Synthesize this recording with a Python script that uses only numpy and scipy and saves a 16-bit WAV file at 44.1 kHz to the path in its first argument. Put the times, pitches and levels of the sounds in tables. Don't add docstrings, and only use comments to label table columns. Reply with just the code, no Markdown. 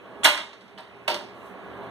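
import sys
import numpy as np
from scipy import signal
from scipy.fft import rfft, irfft, next_fast_len
from scipy.io import wavfile
from scipy.ndimage import uniform_filter1d

SR = 44100
rng = np.random.default_rng(int(sys.argv[2]) if len(sys.argv) > 2 else 0)


def unload_audio(sound):
    columns = np.transpose(np.atleast_2d(sound))
    steps = np.round(np.clip(columns, -1, 1) * 32767)
    wavfile.write(sys.argv[1], SR, steps.astype(np.int16))


def voltage_ratio(decibels):
    exponent = np.asarray(decibels, float) / 20
    return 10 ** exponent


N = 83790

# (time [s], level [dB])
BLOWER_EFFORT = [
    (0, -46.5),
    (.24, -43),
    (.32, -52),
    (.6, -52.5),
    (.8, -51),
    (1.1, -46.5),
    (1.3, -46),
    (1.5, -43),
    (1.9, -38.5),
]
# (frequency [Hz], level [dB])
BLOWER_COLOUR = [(30, -19), (100, -23.5), (210, -1), (500, -3.5), (1100, -4.5), (2000, -13.5), (4000, -25),
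                 (5000, -44.5)]
# (frequency [Hz], width [Hz], level [dB])
DUCT_TONES = [(77.1, 6.35, -23.5), (121.2, 15, -16.5), (195.3, 15.7, -12.5), (402.8, 22, -7),
              (658, 11, -13), (1118, 27, -13.5), (1674, 37, -17)]
# (frequency [Hz], level [dB])
AIR_COLOUR = [(100, -57.5), (1000, -2), (2500, 7.5), (4000, -7), (4800, -13.5), (7000, -18), (12000, -21),
              (15500, -56.5)]
AIR_DB = -55.5

# (frequency [Hz], t60 [s])
ROOM_T60 = [(200, 0.59), (600, 0.47), (1500, 0.37), (3500, 0.41), (7000, 0.37), (14000, .26)]
ROOM_ONSET_S = 0.0037
STEEL_ROOM_DB, TICK_ROOM_DB = -4, -5

# (time [s], half length [s], level [dB])
SLEEVE_SWISHES = [
    (0.218, 0.03, -68),
    (1.377, .04, -68),
    (1.471, 0.061, -61.5),
    (1.843, 0.018, -67.5),
]
# (frequency [Hz], level [dB])
CLOTH_COLOUR = [(1000, -18.5), (5000, -0.5), (8000, 2.5), (14000, -2.5)]

# (time [s], level [dB], frequency [Hz], t60 [s])
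TICKS = [(.234, -8.5, 3140, 0.013), (.2385, -11, 8360, 0.012), (.2444, -6, 7700, 0.02),
         (.247, -2.5, 2150, 0.02), (.2498, -9.5, 3624, 0.025), (.2495, -8.5, 10100, 0.017),
         (.2545, 2, 3250, 0.015), (.252, 1.5, 3600, .015), (.2632, 0, 2350, 0.0077),
         (.277, -2.5, 960, 0.018), (.375, -41, 8400, 0.029), (.5307, -69, 5200, 0.037),
         (.7772, -35.5, 3050, 0.045), (.784, -30.5, 1720, 0.02), (.784, -49, 7700, 0.028),
         (.8052, -44.5, 9000, 0.018), (.7905, -29, 660, 0.022), (.8065, -27, 690, 0.014),
         (1.0785, -23, 8000, 0.024), (1.0805, -15, 3900, 0.024), (1.078, -18, 2790, 0.033),
         (1.101, -22, 3500, 0.013), (1.114, -18, 5000, 0.02), (1.123, -25, 2900, 0.023),
         (1.1434, -16.5, 3100, 0.013), (1.143, -27, 11160, 0.0074), (1.143, -23, 7100, 0.0099),
         (1.143, -24, 4400, 0.009), (1.143, -23.5, 5800, 0.012), (1.143, -24, 8800, 0.0091),
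         (1.143, -35, 12600, 0.0071), (1.143, -35, 14300, .008), (.784, -54, 10700, 0.013),
         (.24, -41, 60, 0.054), (.247, -20, 18000, .012)]
# (start time [s], level [dB], t60 [s])
CHATTER = [
    (0.249, -11.5, 0.55),
    (0.784, -33, 0.5),
    (1.084, -27, 0.5),
]
CHATTER_PER_S, CHATTER_SPREAD_DB = 260, 5.0
TICK_SPREAD = 0.08

# (time [s], strength [dB], contact time [ms])
LEVER_HITS = [(.7775, -40, 0.081), (.784, -39, 0.05), (.791, -38.5, 0.22), (.8055, -50.5, .03),
              (1.0765, -32, 0.0528), (1.079, -15, 0.037), (1.086, -20, 0.3), (1.101, -22.5, 0.037),
              (1.116, -27, 0.13), (1.1428, -26, 0.027), (1.168, -48, 0.45), (1.207, -34, 0.62)]
ARM_HITS = [(.2035, -41, 0.69), (.2335, -21, 0.1), (.2385, -16, 0.074), (.2446, -7.5, 0.03),
            (.2478, -2, 0.12), (.2528, -5, 0.05), (.2568, -7.5, 0.22), (.2632, -21, 0.065),
            (.2695, -22.5, 0.27), (.277, -47.5, 0.19), (.375, -19, 0.11), (.5307, -35.5, 0.12),
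            (.609, -41.5, 0.11), (.6794, -47, 0.11)]
# (frequency [Hz], level [dB], t60 [s])
LEVER_MODES = [(358.6, -3.5, 0.13), (593, -1, .13), (625, 6.5, 0.038), (727, -1, .08), (935, 1, .09),
               (972, -5, .1), (1114, -8, 0.16), (1226, -14, 0.15), (1400, -9, 0.037), (2017, 4, 0.045),
               (2440, -8, .12), (3050, -2, 0.092), (3730, -5, 0.087), (4400, -4, 0.058)]
ARM_MODES = [(305, -3, .07), (596, 3, .2), (632, 4.5, 0.064), (801, -2, 0.093), (940, 7, .11),
             (1082, 1.5, 0.11), (1210, -3, 0.24), (1400, -2, 0.085), (1594, 11, .07), (1687, 3, .1),
             (1934, 5, 0.066), (2163, 2, .25), (3232, 10, 0.1), (3480, 9.5, 0.062)]
# (frequency [Hz], level [dB])
LEVER_BODY = [(150, -5), (450, -2.5), (750, -1), (1500, -9.5), (3300, -6), (4500, -8), (6500, -22.5),
              (15000, -25.5)]
ARM_BODY = [(150, -8), (450, -1), (750, -3), (1500, 1.5), (3300, 1), (5300, -5.5), (11000, -9.5),
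            (15000, -12.5)]
# (frequency [Hz], t60 [s])
BODY_T60 = [(200, 0.22), (1000, 0.1), (4000, 0.093), (14000, 0.056)]
LEVER_CLEAR_DB, LEVER_DB = -3.5, 22
ARM_CLEAR_DB, ARM_DB = -9, 19
RISE_S, CLEAR_RISE_S = 0.00025, 0.005
CLOUD_LOW_HZ, CLOUD_LEAK_DB = 510, -10.5
STEEL_LOW_HZ = 171

# (frequency [Hz], level [dB])
LEFT_COLOUR = [(60, -2), (200, -5), (700, -1), (1500, -3), (2400, -4), (5000, -2.5), (11000, -4),
               (12500, -2)]
# (frequency [Hz], half width [Hz], level [dB])
NOTCHES = [
    (5020, 110, -4),
    (7350, 120, -4),
    (13150, 180, -8),
]
MIC_LOW_HZ, EDGE_HZ, EDGE_DB = 55, 14950, -48
COMB_HZ, STAIR = 1250, 0.5
LIKE_TOP, LIKE_DIP, LIKE_LOSS_PER_KHZ = 0.99, 0.4, 0.012


def evened(x):
    return x / np.sqrt(np.mean(x ** 2) + 1e-20)


def energy_one(x):
    return x / np.linalg.norm(x, axis=-1, keepdims=True)


def read(points, hz):
    f, value = np.transpose(points)
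    return np.interp(np.log(hz + 1), np.log(f + 1), value)


def highpass(x, order, hz):
    return signal.sosfilt(signal.butter(order, hz, "high", fs=SR, output="sos"), x)


def noise(colour, patchy_db, t60=None):
    size = 256 if t60 else 1024
    length = SR if t60 else N
    frames = 4 * length // size + 5
    hz = np.fft.rfftfreq(size, 1 / SR)
    real, imag, patches = rng.standard_normal((3, 2, frames, len(hz))).transpose(0, 1, 3, 2)
    patches = uniform_filter1d(uniform_filter1d(patches, size=9, axis=1), size=11, axis=2)
    field_db = read(colour, hz)[:, None] + patchy_db * evened(patches)
    if t60:
        seconds = np.arange(frames) * size / 4 / SR
        field_db = field_db - 60 * seconds / np.maximum(read(t60, hz), 0.01)[:, None]
    field = (real + 1j * imag) * voltage_ratio(field_db)
    return signal.istft(field, nperseg=size, noverlap=3 * size // 4)[1][:, :N]


def blower():
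    t = np.arange(N) / SR
    drone = evened(noise(BLOWER_COLOUR, 1.5))
    white = rng.standard_normal((2, N))
    for hz, width, db in DUCT_TONES:
        turn = np.exp(2j * np.pi * hz * t)
        r = np.exp(-np.pi * width / SR)
        slow = white / turn
        for _ in range(2):
            slow = signal.lfilter([1 - r], [1, -r], slow)
        drone = drone + voltage_ratio(db) * evened((turn * slow).real)
    effort_db = np.interp(t, *np.transpose(BLOWER_EFFORT))
    return voltage_ratio(2.0 + effort_db) * evened(drone)


def air():
    return voltage_ratio(AIR_DB) * evened(noise(AIR_COLOUR, 2.4))


def room(x):
    tail = noise([(100, 0), (1000, 0)], 1.5, ROOM_T60)[:, :SR]
    tail = tail * (1 - np.exp(-(np.arange(SR) / SR / ROOM_ONSET_S) ** 2))
    return signal.fftconvolve(x, energy_one(tail), axes=1)[:, :N]


def sleeve():
    t = np.arange(N) / SR
    strokes = sum(voltage_ratio(db) * np.exp(-((t - s) / half) ** 2) for s, half, db in SLEEVE_SWISHES)
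    return strokes * evened(noise(CLOTH_COLOUR, 2.5))


def loose_parts():
    rows = list(TICKS)
    for start, db, t60 in CHATTER:
        gap, size, pitch = rng.random((60, 3)).T
        late = np.cumsum(-np.log(gap)) / CHATTER_PER_S
        level = db - 60 * late / t60 + CHATTER_SPREAD_DB * (size - 0.5)
        rows += zip(start + late, level, 900 * 4.2 ** pitch, 0.017 + 0 * late)
    t = np.arange(4000) / SR
    out = np.zeros((2, N + SR))
    draws = rng.random((len(rows), 2, 2, 3, 1))
    for (s, db, hz, t60), (detune, phase) in zip(rows, draws):
        spread = TICK_SPREAD * np.minimum(0.015 / t60, 1) ** 2
        spread = spread * (np.arange(3)[:, None] - 1 + 0.6 * (detune - 0.5))
        modes = np.sin(2 * np.pi * (hz * (1 + spread) * t + 0.38 * phase))
        ring = modes.mean(1) * voltage_ratio(db - 60 * t / t60)
        at = round(s * SR)
        out[:, at:at + len(t)] += ring * np.minimum(t * hz / 2, 1)
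    return out[:, :N]


def steel(hits, modes, body, clear_db, level_db):
    t = np.arange(SR // 2) / SR
    phases = 2 * np.pi * rng.random((len(modes), 2, 1))
    out = np.zeros((2, N + SR))
    for s, db, ms in hits:
        at = round(s * SR)
        push = np.sin(np.pi * np.clip((np.arange(64) + 0.5) / max(ms * SR / 1000, 1), 0, 1))
        cloud = noise(body, 2.2, BODY_T60)[:, :len(t)]
        cloud = voltage_ratio(CLOUD_LEAK_DB) * cloud + highpass(cloud, 4, CLOUD_LOW_HZ)
        clear = 0
        for (hz, level, t60), phase in zip(modes, phases):
            tone = np.sin(2 * np.pi * hz * (t + at / SR) + phase)
            clear = clear + voltage_ratio(level - 60 * t / t60) / np.sqrt(t60) * tone
        clear = voltage_ratio(clear_db) * energy_one(clear) * (1 - np.exp(-t / CLEAR_RISE_S))
        ring = (energy_one(cloud) + clear) * (1 - np.exp(-t / RISE_S))
        out[:, at:at + len(t)] += voltage_ratio(db + level_db) * signal.lfilter(push / push.sum(), 1, ring)
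    return out[:, :N]


def lever():
    return steel(LEVER_HITS, LEVER_MODES, LEVER_BODY, LEVER_CLEAR_DB, LEVER_DB)


def arm():
    return steel(ARM_HITS, ARM_MODES, ARM_BODY, ARM_CLEAR_DB, ARM_DB)


def scene():
    metal = highpass(arm() + lever(), 3, STEEL_LOW_HZ)
    loose = loose_parts()
    wet = room(voltage_ratio(STEEL_ROOM_DB) * metal + voltage_ratio(TICK_ROOM_DB) * loose)
    return metal + loose + wet + blower() + air() + sleeve()


def roll_off(x):
    return signal.sosfilt(signal.butter(12, 16440, fs=SR, output="sos"), x)


def record(dry):
    size = next_fast_len(N + 4096)
    hz = np.fft.rfftfreq(size, 1 / SR)
    right, own = rfft(dry, size)
    u = hz / COMB_HZ
    comb = np.where(u < 1, np.sqrt(np.minimum(u, 1)), 0.5 + 0.5 * np.cos(2 * np.pi * u))
    like = (LIKE_DIP + (LIKE_TOP - LIKE_DIP) * comb) * (1 - LIKE_LOSS_PER_KHZ * hz / 1000)
    steps = np.clip(u - 1 - STAIR * np.sin(2 * np.pi * u) / (2 * np.pi), 0, 20)
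    steps = steps * np.clip((u - 1.2) / 0.3, 0, 1)
    left = like * right * np.exp(-1j * np.pi * steps) + np.sqrt(1 - like ** 2) * own
    left = left * voltage_ratio(read(LEFT_COLOUR, hz))
    top_edge = voltage_ratio(EDGE_DB * np.clip((hz - EDGE_HZ) / 300, 0, 1))
    low_edge = 1 / np.sqrt(1 + (MIC_LOW_HZ / (hz + 1)) ** 6)
    dips = voltage_ratio(sum(db * np.exp(-((hz - f) / half) ** 2) for f, half, db in NOTCHES))
    mix = irfft(top_edge * low_edge * dips * np.array([left, right]), size)[:, :N]
    mix = np.clip(mix, -0.97, 0.97)
    return roll_off(mix)


dry = scene()
out = record(dry)
unload_audio(out)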